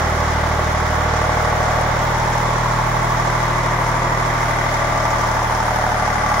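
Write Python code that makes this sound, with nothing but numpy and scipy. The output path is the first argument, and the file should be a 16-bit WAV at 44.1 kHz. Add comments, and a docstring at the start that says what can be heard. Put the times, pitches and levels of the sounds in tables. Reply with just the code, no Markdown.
"""In a crowded workshop a three-cylinder four-stroke diesel drives a generator under load; a phone is carried past.
The exhaust sounds as a harmonic series of the firing rate. Each firing knocks the block, whose damped modes
ring in a clatter that nearly repeats every two turns. Valves and injectors hiss in step as modulated noise,
the shop's echo and cooling air form a steady roar of shaped noise, and a thin wavering tone whistles in spells."""
import sys
import numpy as np
from scipy import signal
from scipy.fft import rfft, irfft
from scipy.io import wavfile
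from scipy.ndimage import uniform_filter1d

SR = 44100
rng = np.random.default_rng(int(sys.argv[2]) if len(sys.argv) > 2 else 0)


def voltage_ratio(decibels):
    """Convert decibels (scalar or array-like) to amplitude ratios, 20 dB per decade."""
    exponent = np.asarray(decibels, float) / 20
    return 10 ** exponent


def dump_mix(stems):
    """Bounce the given channels to the path in sys.argv[1] as a 16-bit WAV at rate SR."""
    frames = np.atleast_2d(stems).T  # one column per channel
    limited = np.clip(frames, -1, 1)  # hard clip at full scale
    pcm = np.round(limited * 32767).astype(np.int16)
    wavfile.write(sys.argv[1], SR, pcm)


N = 282240  # samples, 6.4 s
CYCLES, STEPS = 96, 8192  # four-stroke cycles of two turns prepared, steps in each
PORT_LEAD = .002  # cycles by which one microphone port leads and the other lags the middle


def read(table, hz):
    """Interpolation on a log frequency axis: a table of (Hz, value) read at hz."""
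    f, v = np.transpose(table)
    return np.interp(np.log(hz), np.log(f), v)


def curves(table, s):
    """Linear interpolation in time: the columns of a table at times s."""
    t, *columns = np.transpose(table)
    return np.array([np.interp(s, t, c) for c in columns])


def at_spot(levels, spot):
    """Linear interpolation in space: values at the spots of the walk, blended between neighbours."""
    return np.array([np.interp(spot, np.arange(len(row)), row) for row in levels])


def unit(x):
    """Normalisation of mean power: rms one."""
    return x / np.sqrt(np.mean(np.abs(x) ** 2))


def walk(rate):
    """Low-pass random fluctuation: levels held for 1 / rate s and smoothed twice, spread near 1."""
    hold = int(SR / rate)
    held = np.repeat(rng.standard_normal(N // hold + 1), hold)
    return 1.77 * uniform_filter1d(uniform_filter1d(held, hold), hold)[:N]


def colour(table, hz):
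    """Spectral shaping: gains per order with total power one, silent above the table's last point."""
    gain = voltage_ratio(read(table, hz)) * (hz < table[-1][0])
    return gain / np.sqrt(np.sum(gain ** 2))


# How much of the noise returns each cycle. Each row: frequency in Hz, share from 0 to 1.
REPEATED_SHARE = [(100, .85), (400, .76), (650, .72), (870, .85), (1200, .55), (2200, .5), (2700, .06),
                  (8000, 0)]
# Coherence of the two channels. Each row: frequency in Hz, left-right likeness from 0 to 1.
COHERENCE = [(60, 0.83), (130, 1), (290, 0.89), (640, 0.74), (1410, 0.4), (3100, 0.13), (6820, 0),
             (15000, 0)]
# Stereo balance before the pan. Each row: frequency in Hz, left minus right in dB.
BALANCE = [(200, -1), (700, -.5), (1290, -2.5), (2380, 1.5), (4400, 1.5), (8120, -3), (15000, -6.5)]


def repeating(envelope, hz, memory_hz, grain_db=0, steady=True):
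    """Cyclostationary noise: left and right spectra per cycle; the shared part lasts about memory_hz / hz cycles."""
    grain = voltage_ratio(grain_db * np.minimum(rng.exponential(size=(CYCLES, STEPS)), 4))
    noise = rng.standard_normal((2, CYCLES, STEPS)) * grain
    blows = np.fft.fft(rfft(envelope * noise), axis=1)
    # low-pass filtering from cycle to cycle makes the pattern return
    drift = np.exp(-(np.pi * np.fft.fftfreq(CYCLES)[:, None] * memory_hz / hz) ** 2)
    share = np.clip(read(REPEATED_SHARE, hz), 0, 1)
    keep = np.sqrt(share * drift / np.mean(drift, axis=0) + 1 - share)
    pattern = np.fft.ifft(blows * keep, axis=1)
    if steady:
        # power is evened over 11 orders and 11 cycles, so the noise stays steady
        power = uniform_filter1d(np.abs(pattern) ** 2, size=11, axis=2)
        pattern = pattern / np.sqrt(uniform_filter1d(power, size=11, axis=1))
    mid, side = unit(pattern)
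    like = np.clip(read(COHERENCE, hz), -1, 1)
    mid, side = mid * np.sqrt((1 + like) / 2), side * np.sqrt((1 - like) / 2)
    lean = voltage_ratio(read(BALANCE, hz) / 2)
    return np.array([(mid + side) * lean, (mid - side) / lean])


def play(spectra, cycle):
    """Order-domain synthesis: the crank angle reads the patterns, blending to the next just before a firing."""
    patterns = irfft(spectra) * STEPS / np.sqrt(2)  # rms one for spectra of total power one
    turn = cycle + .56  # puts the change of pattern in the gap before the second firing
    row = turn.astype(int)
    blend = np.clip((turn - row - .98) / .02, 0, 1)
    step = cycle % 1 * STEPS
    k, part = step.astype(int), step % 1

    def sound_of(r):
        return patterns[:, r, k] * (1 - part) + patterns[:, r, (k + 1) % STEPS] * part

    return sound_of(row) * (1 - blend) + sound_of(row + 1) * blend


# Echo of the shop. 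Each row: frequency in Hz, relative power density in dB per Hz.
ECHO_SPECTRUM = [(20, -14), (50, -21), (65, -5.5), (100, -15.5), (250, -11), (420, -13.5), (650, -4.5),
                 (1000, -7), (2100, -10.5), (2650, -24.5), (4000, -30)]
# Cooling air. Each row: frequency in Hz, relative power density in dB per Hz.
AIR_SPECTRUM = [(1800, -49), (2600, -8), (3300, 3), (4300, -2.5), (6000, -5), (7600, -10), (9000, -45)]


def wash(cycle, hz, air_db):
    """Diffuse field: ungated noise stands for the shop's echo of the engine below and cooling air above."""
    echo_level = voltage_ratio(-21.5 + 0.2 * walk(2.14))
    echo = echo_level * play(repeating(1., hz, memory_hz=4500) * colour(ECHO_SPECTRUM, hz), cycle)
    air_level = voltage_ratio(air_db + .5 * walk(3.5))
    air = air_level * play(repeating(1., hz, memory_hz=2500) * colour(AIR_SPECTRUM, hz), cycle)
    return echo + air


# Spells of the whistle. 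Each row: start in seconds, length in seconds, rms level in dB before the flutter.
WHISTLE_SPELLS = [(-.3, 2.5, -52), (3.0, 0.9, -52), (4.6, 1.3, -57)]


def whistle(s):
    """Frequency and amplitude modulation: a thin tone wavers about 2889 Hz and fades in and out in spells."""
    fade_s, flutter_db = .25, 1.2
    spells = 0
    for start, length, db in WHISTLE_SPELLS:
        inside_s = np.minimum(s - start, start + length - s)
        spells = spells + voltage_ratio(db) * np.clip(inside_s / fade_s, 0, 1)
    spells = spells * voltage_ratio(flutter_db * walk(22))
    pitch_hz = 2889 + 1.36 * walk(6.3)
    return np.sqrt(2) * spells * np.sin(2 * np.pi * np.cumsum(pitch_hz) / SR)


# Three firings and a valve-gear blow. Each row: place in the cycle from 0 to 1, then relative levels
# in dB of rattle, hiss and crack.
BLOWS = [(.14, 0, 0, 0), (.472, 0.5, -1, 1), (.805, -.5, -1, -1), (.94, -5, -4, -8)]


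def strokes(levels_db, accent_db, rise, fall, floor_db, scatter_db):
    """Impulsive excitation: over a floor, each blow rises fast and decays slower (in cycles), its size varying."""
    place = np.arange(STEPS) / STEPS
    out = np.full((CYCLES, STEPS), voltage_ratio(floor_db))
    for k, chance in enumerate(rng.standard_normal((len(BLOWS), CYCLES, 1))):
        after = (place - BLOWS[k][0]) % 1
        size = voltage_ratio(levels_db[k] + accent_db * (k == 0) + scatter_db * chance)
        out = out + size * (1 - np.exp(-after / rise)) * np.exp(-after / fall)
    return out


def puffing(cycle, hz, table, floor_db, scatter_db, grain_db, flicker_db):
    """Amplitude-modulated noise: treble swells with the blows over a floor, uneven from cycle to cycle."""
    hiss_db = np.array(BLOWS)[:, 2]
    puffs = strokes(hiss_db, 0, rise=0.027, fall=0.089, floor_db=floor_db, scatter_db=scatter_db)
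    noise = repeating(puffs, hz, memory_hz=2500, grain_db=grain_db, steady=False)
    return voltage_ratio(flicker_db * walk(16)) * play(noise * colour(table, hz), cycle)


# Valve hiss. Each row: frequency in Hz, relative power density in dB per Hz.
VALVE_SPECTRUM = [(2500, -21), (4400, -9), (5500, 0), (7200, -4.5), (7900, -14), (9000, -14)]
# Smooth injector hiss, around 8 to 12 kHz. Each row: frequency in Hz, relative power density in dB per Hz.
INJECTOR_SPECTRUM = [(6000, -29), (8000, -12), (8600, 0), (9900, 8.5), (11000, 1.5), (12000, -2.5)]
# Top sizzle. Each row: frequency in Hz, relative power density in dB per Hz.
SIZZLE_SPECTRUM = [(9000, -29), (11500, -11), (12200, 0), (13800, 4), (14800, -1), (15700, 5.5),
                   (16500, -3)]


def valves(cycle, hz, valve_db, injector_db, sizzle_db):
    """Band-limited noise sources: grainy valve hiss, smooth injector hiss above it and a fine sizzle on top."""
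    hiss = puffing(cycle, hz, VALVE_SPECTRUM, floor_db=0, scatter_db=4.5, grain_db=2.8, flicker_db=0.5)
    # swells gently with the blows
    smooth = puffing(cycle, hz, INJECTOR_SPECTRUM, floor_db=-0.5, scatter_db=4.0, grain_db=0.5, flicker_db=0.5)
    sizzle = puffing(cycle, hz, SIZZLE_SPECTRUM, floor_db=2, scatter_db=4, grain_db=2.4, flicker_db=.8)
    return voltage_ratio(valve_db) * hiss + voltage_ratio(injector_db) * smooth + voltage_ratio(sizzle_db) * sizzle


# Standing waves of the shop favour other firing orders at each spot.
# Each row is one order: rms level in dB at spots 0, 1, 2, 3 and 4.
EXHAUST_ORDERS = [(-30.5, -28, -29.5, -29.5, -31), (-23.5, -46, -39, -35, -33),
                  (-28.5, -25, -27, -27.5, -30.5), (-31.5, -29, -34, -39.5, -35), (-36, -39, -63, -37, -38),
                  (-53, -48.5, -68, -52, -38.5)]
# Pulse shape at spots 0 to 4. Each row: lag of each higher exhaust order in turns of phase, extra smear in
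# turns of phase, lag of the engine noise in cycles, first cylinder's accent in dB, crack over rattle in dB.
PULSE_SHAPE = [(.42, -.02, 0, -1, -6), (.22, .075, 0, .5, -2.5), (.22, .08, 0, 1.5, -.5),
               (.27, .065, .02, 2, -1.5), (.35, .04, .035, 1.5, -2)]


def exhaust(spot, cycle):
    """Fourier series of the firing rate: the lags of the higher orders smear the pulse of each firing."""
    lag, smear = at_spot(np.transpose(PULSE_SHAPE), spot)[:2]
    # the pulse reaches one microphone port a little before the other
    firing = 3 * (cycle + np.array([[PORT_LEAD], [-PORT_LEAD]]))
    out = 0
    for k, size in enumerate(at_spot(voltage_ratio(np.array(EXHAUST_ORDERS)), spot)):
        phase = (k + 1) * firing - k * lag - k * k * smear
        out = out + np.sqrt(2) * size * np.cos(2 * np.pi * phase)
    return out


def cracks(accent_db, wander, scatter_db):
    """Shift theorem: linear phase places a sharp crack just after each blow, its timing wandering by cycle."""
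    order, out = np.arange(STEPS // 2 + 1), 0
    for k, (late, size) in enumerate(rng.standard_normal((len(BLOWS), 2, CYCLES, 1))):
        # the crack follows the start of the rattle by .025 cycle
        at = BLOWS[k][0] + .025 + wander * uniform_filter1d(late, size=7, axis=0)
        # each cylinder sits at its own side of the two microphone ports
        at = at + PORT_LEAD * np.cos(2 * k) * np.array([[[1]], [[-1]]])
        level = voltage_ratio(BLOWS[k][3] + accent_db * (k == 0) + scatter_db * size)
        out = out + level * np.exp(-2j * np.pi * order * at)
    return unit(out)


# Modes of engine block and frame. Each row: frequency in Hz, width in Hz.
BLOCK_MODES = [(370, 22), (480, 270), (575, 116), (650, 42), (750, 37), (833, 15.3), (905, 24.5), (985, 38),
               (1080, 36), (1180, 27), (1450, 270), (2000, 117)]
# Each mode radiates to its own side. Each row is one mode: level in dB, before the band limits of the block,
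# at each of the spots in MODE_SPOTS.
MODE_LEVELS = [(-33, -44, -52, -37, -37, -34.5, -40, -40, -42),
               (-28.5, -29.5, -30.5, -35, -39, -39, -37.5, -43, -47),
               (-44, -41, -47, -36, -34.5, -34.0, -37.0, -35, -51),
               (-35, -41, -30, -36, -30, -27, -29.5, -30, -38),
               (-37.5, -30.5, -53, -44, -55, -28, -37, -26.5, -32),
               (-29, -26, -27.5, -32, -26.5, -30, -32.0, -34.5, -22.5),
               (-35, -32.5, -30.5, -26.5, -33.5, -32, -28.5, -26, -31),
               (-35, -35.0, -25.5, -28.5, -34, -28, -24, -33, -28),
               (-31, -34, -31, -33, -33, -45, -35, -50, -33),
               (-33, -31.5, -35, -28.5, -31, -26, -30.5, -30, -25),
               (-31, -30, -48, -37.5, -30, -38, -32.0, -27, -27),
               (-35, -40, -43, -32.0, -30, -32.5, -39, -43, -31)]
# Spots of the walk where the columns of MODE_LEVELS are heard.
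MODE_SPOTS = [0, .5, 1, 1.25, 1.75, 2.5, 3, 3.5, 4]


def knock(cycle, hz, spot, pace):
    """Modal resonance: combustion cracks and the rattle after them ring the damped modes of block and frame."""
    body, now = 0, hz * pace[:, None]  # the modes keep their pitch while the orders follow the speed
    for k, ((f, width), levels) in enumerate(zip(BLOCK_MODES, MODE_LEVELS)):
        mode = 1j * now * width / (f * f - now * now + 1j * now * width)
        mode = mode / np.sqrt(np.sum(np.abs(mode) ** 2, axis=1, keepdims=True))
        size = voltage_ratio(np.interp(spot, MODE_SPOTS, levels))[:, None]
        body = body + (-1) ** (k // 3) * size * mode  # groups of modes swing in opposite directions
    # the block radiates little outside the span of its modes
    body = body / (1 + 1j * (hz / 2300) ** 6) / (1 + (230 / hz) ** 4)
    accent_db, crack_db = at_spot(np.transpose(PULSE_SHAPE), spot)[3:, :, None]
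    rattle_db = np.array(BLOWS)[:, 1]
    rattle = strokes(rattle_db, accent_db, rise=.01, fall=.075, floor_db=-15, scatter_db=1.1)
    force = repeating(rattle, hz, memory_hz=8000)
    force = force + voltage_ratio(crack_db) * cracks(accent_db, wander=.002, scatter_db=.8)
    return play(force * body / np.sqrt(1 + voltage_ratio(crack_db) ** 2), cycle)


# Crankshaft, rising and then sagging under load. Each row: time in seconds, speed in rpm.
CRANK_SPEED = [(0.0, 1541), (1.0, 1541.5), (1.6, 1545), (2.0, 1551), (2.45, 1560), (3.2, 1560.5),
               (3.5, 1559.5), (4.0, 1555), (4.7, 1549), (5.6, 1525.5), (6.4, 1502.2)]
# The phone's walk. Each row: time in seconds, spot (0 generator end, 1 coupling, 2 and 3 beside the
# cylinders, 4 fan end).
PHONE_WALK = [(0, 0), (1.0, .03), (1.8, .5), (2.7, 1), (4.3, 1.5), (5.3, 3), (6.4, 4)]


def scene():
    """Superposition: all layers but the whistle ride on one crank angle, all heard by one moving listener."""
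    s = np.arange(N) / SR
    rpm = curves(CRANK_SPEED, s)[0]
    mean_rpm = np.mean(np.array(CRANK_SPEED)[:, 1])
    cycle = -.112 + np.cumsum(rpm) / 120 / SR  # two turns to a cycle
    spot = curves(PHONE_WALK, s)[0]
    cycle_spot = np.interp(np.arange(CYCLES), cycle, spot)
    pace = np.interp(np.arange(CYCLES), cycle, rpm) / mean_rpm
    hz = np.maximum(np.arange(STEPS // 2 + 1), .5) * mean_rpm / 120
    # level in dB at the generator end, and its change per spot walked
    air_db = -37 - 0.5 * spot
    valve_db = -37.5 + 0.4 * spot
    injector_db = -48 + 0.8 * spot
    sizzle_db = -50.5 + 0.4 * spot
    pan_db = -.6 + .4 * spot  # left minus right
    heard = cycle - at_spot(np.transpose(PULSE_SHAPE), spot)[2]
    engine = knock(heard, hz, cycle_spot, pace) + wash(heard, hz, air_db)
    engine = engine + valves(heard, hz, valve_db, injector_db, sizzle_db)
    pan = voltage_ratio(np.array([pan_db, -pan_db]) / 2)
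    return exhaust(spot, cycle) + (engine + whistle(s)) * pan


def top_cut(x):
    """Nothing passes above the cut-off."""
    return signal.sosfilt(signal.butter(12, 16640, fs=SR, output="sos"), x)


def record(dry):
    """Saturation and low-pass filtering: the phone rounds the highest peaks; a steep low-pass ends at 15720 Hz."""
    rounded = np.tanh(.8 * dry) / .8
    low_pass = signal.ellip(12, .3, 70, 15720, fs=SR, output="sos")
    mix = signal.sosfilt(low_pass, rounded)
    return top_cut(mix)


dry = scene()
out = record(dry)
dump_mix(out)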